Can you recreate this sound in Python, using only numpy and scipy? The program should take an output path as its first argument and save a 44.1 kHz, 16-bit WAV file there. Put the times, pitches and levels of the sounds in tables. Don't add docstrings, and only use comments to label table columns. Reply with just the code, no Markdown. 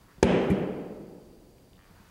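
import sys
import numpy as np
from scipy import signal
from scipy.fft import rfft, irfft
from scipy.io import wavfile
from scipy.ndimage import uniform_filter1d

SR = 44100
rng = np.random.default_rng(int(sys.argv[2]) if len(sys.argv) > 2 else 0)


def persist_wave(psi):
    counts = np.round(np.clip(psi, -1, 1) * 32767).astype(np.int16)
    wavfile.write(sys.argv[1], SR, np.atleast_2d(counts).T)


def field_ratio(decibels):
    return 10 ** (np.asarray(decibels, dtype=float) / 20)


N = 92610


def rms_one(x):
    return x / np.sqrt(np.mean(x ** 2) + 1e-20)


def at_hz(points, hz):
    table_hz, value = np.transpose(points)
    return np.interp(np.log(hz), np.log(table_hz), value)


def filtered(x, order, cut_hz, kind="low"):
    return signal.sosfilt(signal.butter(order, cut_hz, kind, fs=SR, output="sos"), x)


def ring(x, hz, t60_s):
    r = field_ratio(-60 / (t60_s * SR))
    w = 2 * np.pi * hz / SR
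    return signal.lfilter([0, np.sin(w)], [1, -2 * r * np.cos(w), r * r], x + 1e-18)


def click(time_s, height):
    out = np.zeros(N)
    index = (np.atleast_1d(time_s) * SR).astype(int)
    np.add.at(out, np.clip(index, 0, N - 1), height)
    return out


def knocks(rows):
    return sum(ring(click(s, field_ratio(db)), hz, t60_s) for s, db, hz, t60_s in rows)


def coloured(spectrum):
    hz = np.maximum(np.fft.rfftfreq(N, 1 / SR), 1)
    edge = (hz > spectrum[0][0] / 2) & (hz < 15800)
    return rms_one(irfft(rfft(rng.standard_normal(N)) * field_ratio(at_hz(spectrum, hz)) * edge, N))


# (frequency [Hz], density [dB per Hz])
AIR_COLOUR = [(15, -5), (25, 12), (137, -2), (179, -1.5), (402, -9.5), (767, -12), (1030, -18.5),
              (1390, -23), (15700, -30)]


def air():
    return field_ratio(-56) * coloured(AIR_COLOUR)


# (time [s], level [dB])
RUSTLE_LEVEL = [
    (0, -67.5),
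    (.2, -65.5),
    (.5, -57.5),
    (1.72, -117),
    (1.86, -63),
    (1.9, -64.5),
    (1.94, -66.5),
    (1.96, -63),
    (2.1, -62),
]
# (frequency [Hz], density [dB per Hz])
RUSTLE_COLOUR = [(500, -34), (900, 9), (1500, 7.5), (2200, 1), (4000, -5.5), (10000, -13)]


def rustle():
    flicker_db = rms_one(uniform_filter1d(rng.standard_normal(N), size=900))
    level_db = np.interp(np.arange(N) / SR, *np.transpose(RUSTLE_LEVEL)) + flicker_db
    return field_ratio(level_db) * coloured(RUSTLE_COLOUR)


def motor():
    centre_hz, width_hz, hiss_db = 4690, 330, -77.5
    line_hz, line_db = 15732, -85
    hiss = rms_one(ring(rng.standard_normal(N), centre_hz, 4.0 / width_hz))
    line = np.sin(2 * np.pi * line_hz * np.arange(N) / SR)
    return field_ratio(hiss_db) * hiss + field_ratio(line_db) * line


# (time [s], length [s], slip rate [1/s], centre [Hz], level [dB])
CREAKS = [
    (.085, .045, 170, 1500, -52),
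    (1.582, .008, 80, 2700, -57),
    (1.7335, .008, 85, 3250, -54),
    (1.755, .02, 85, 3300, -57),
    (1.781, .085, 97, 1500, -52),
    (1.793, .055, 97, 2700, -58),
    (1.875, .045, 150, 1000, -56),
    (1.952, .05, 130, 1300, -53),
    (2.09, .005, 80, 6000, -59),
]


def creaks():
    fade_db_per_s, t60_s, split_hz = 20, .008, 280
    out = np.zeros(N)
    for s, length_s, rate, hz, db in CREAKS:
        jitter, luck_db = rng.standard_normal((20, 2)).T
        times_s = s + (np.arange(20) + .08 * jitter) / rate
        height = field_ratio(db + luck_db - fade_db_per_s * (times_s - s))
        slips = click(times_s, (times_s < s + length_s) * height)
        pair = ring(slips, hz - split_hz, t60_s) + ring(slips, hz + split_hz, t60_s)
        out += filtered(pair, 2, [hz / 1.4, hz * 1.4], "band")
    return out


# (time [s], level [dB], frequency [Hz], t60 [s])
STEPS = [
    (0.182, -38, 177, 0.04),
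    (0.19, -56, 367, 0.24),
    (1.91, -47.5, 160, 0.09),
    (1.999, -48.5, 206, 0.12),
]


def steps():
    return -knocks(STEPS)


# (time [s], level [dB], centre [Hz], t60 [s])
SNAPS = [
    (.2275, -20.5, 3600, 0.015),
    (.2301, -7, 4320, 0.008),
    (0.2291, -16, 8270, 0.0051),
    (0.2323, -7, 1120, 0.006),
    (.2302, -39, 13000, 0.0044),
    (0.2305, -17, 2310, 0.05),
    (0.2406, -36.5, 6400, 0.036),
    (.5003, -49, 9600, 0.012),
    (0.5022, -35.5, 8450, 0.019),
    (0.5097, -45, 8900, 0.08),
]


def snaps():
    out, t = np.zeros(N), np.arange(N) / SR
    for s, db, hz, t60_s in SNAPS:
        wide = 1.8 if hz < 7500 else 1.4
        decay = (t >= s) * field_ratio(-60 * np.clip(t - s, 0, 1) / t60_s)
        burst = rng.standard_normal(N) * decay
        out += field_ratio(db) * filtered(burst, 3, [hz / wide, min(hz * wide, .36 * SR)], "band")
    return out


# (time [s], strength [dB], contact cut-off [Hz], signed push [factor, sign gives direction])
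BLOWS = [
    (0.2283, -3.5, 1620, -0.47),
    (0.2292, -4, 1930, 0.78),
    (0.2434, -11, 700, 0.73),
    (0.5024, -14, 510, 0.43),
]
# (frequency [Hz], level [dB], t60 [s])
MODES = [(99, 8.5, 0.027), (188, -2, 0.48), (239.7, -3.5, 0.6), (337, 4.5, 0.036), (388, 1.5, 0.17),
         (456, 1.5, 0.065), (534, -11.5, 0.11), (732, -3.5, 0.02), (884, -4.5, 0.053), (1590, 2.5, 0.0068),
         (2330, -5.5, 0.057)]


def pole():
    out = np.zeros(N)
    luck_db = rng.normal(0, 0.67, (len(BLOWS), len(MODES)))
    for (s, db, cut_hz, way), row_db in zip(BLOWS, luck_db):
        push = filtered(click(s, way * field_ratio(db - 18)), 2, cut_hz)
        for (hz, level_db, t60_s), extra_db in zip(MODES, row_db):
            out += field_ratio(level_db + extra_db) * ring(push, hz, t60_s)
    return out


# (frequency [Hz], density [dB per Hz])
HALL_COLOUR = [(80, -13), (190, -9), (450, -5.5), (1100, -23.5), (2600, -23.5), (3250, -27), (3700, -43),
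               (9000, -46.5)]
# (frequency [Hz], t60 [s])
HALL_T60 = [(60, 0.5), (160, 1.79), (420, 1.855), (1100, 1.4), (2900, 1.027), (6000, 0.78), (12000, 0.14)]


def hall(ringing):
    level_db, delay_s, rise_s, top_hz = -10, 0.0013, 0.042, 10400
    main_s, bounce_s = BLOWS[1][0], BLOWS[3][0]
    bounce = filtered(click(bounce_s, field_ratio(-17)), 2, 380)
    bounce = bounce + filtered(click(bounce_s, field_ratio(-14.5)), 6, 3060)
    source = click(main_s, 1) + bounce + field_ratio(-45) * ringing
    t = np.arange(N) / SR - delay_s
    edges_hz = 40 * 2 ** np.arange(0, 8.7, 1 / 3)
    white = rng.standard_normal((2, N))
    echo = 0
    for k, (low, high) in enumerate(zip(edges_hz, edges_hz[1:])):
        hz = np.sqrt(low * high)
        t60_s = np.maximum(at_hz(HALL_T60, hz), .1)
        band = filtered(white[k % 2], 2, [low, high], "band")
        echo = echo + band * field_ratio(at_hz(HALL_COLOUR, hz) - 60 * t / t60_s)
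    swell = 1 - np.exp(-np.maximum(t, 0) / rise_s)
    return field_ratio(level_db + 14) * signal.fftconvolve(source, filtered(echo, 4, top_hz) * swell)[:N]


# (time [s], level [dB], frequency [Hz], t60 [s])
BOOMS = [(.2445, -24, 188, 0.95), (.5015, -37, 109, 0.077), (.5022, -20, 152.6, 0.074),
         (.5065, -33, 2010, .03), (.5070, -33.5, 2370, 0.058), (.5152, -14, 194.6, 0.16),
         (.5155, -23.5, 389, 0.077), (.61, -31, 184, 0.49), (.345, -21.5, 388, 0.17),
         (.325, -29.5, 185.8, 0.69), (.70, -37.5, 394.3, 0.58)]


def booms():
    return knocks(BOOMS)


def scene():
    body = field_ratio(6.5) * pole() + booms()
    crack = field_ratio(-4) * snaps()
    mid = body + crack + hall(body) + creaks() + steps()
    mid = mid + rustle() + motor() + air()
    mid = filtered(mid, 2, 36, "high")
    side = field_ratio(-18) * filtered(np.roll(crack, 9), 1, 400, "high")
    return np.array([mid + side, mid - side])


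def lose_masked_treble(x):
    hz, _, z = signal.stft(x, SR, nperseg=2048)
    power = np.abs(z[0]) ** 2
    band = power[:1024].reshape(64, 16, -1).mean(axis=1).repeat(16, axis=0)
    audible = band > field_ratio(2 * -70) * power.sum(axis=0)
    z[:, :1024] *= audible | (hz[:1024, None] < 8500)
    return signal.istft(z, SR, nperseg=2048)[1][:, :N]


def band_limit(x):
    return signal.sosfilt(signal.butter(12, 16520, fs=SR, output="sos"), x)


def record(dry):
    flat = dry / (1 + (dry / .56) ** 4) ** 0.25
    mix = lose_masked_treble(flat)
    return band_limit(mix)


dry = scene()
out = record(dry)
persist_wave(out)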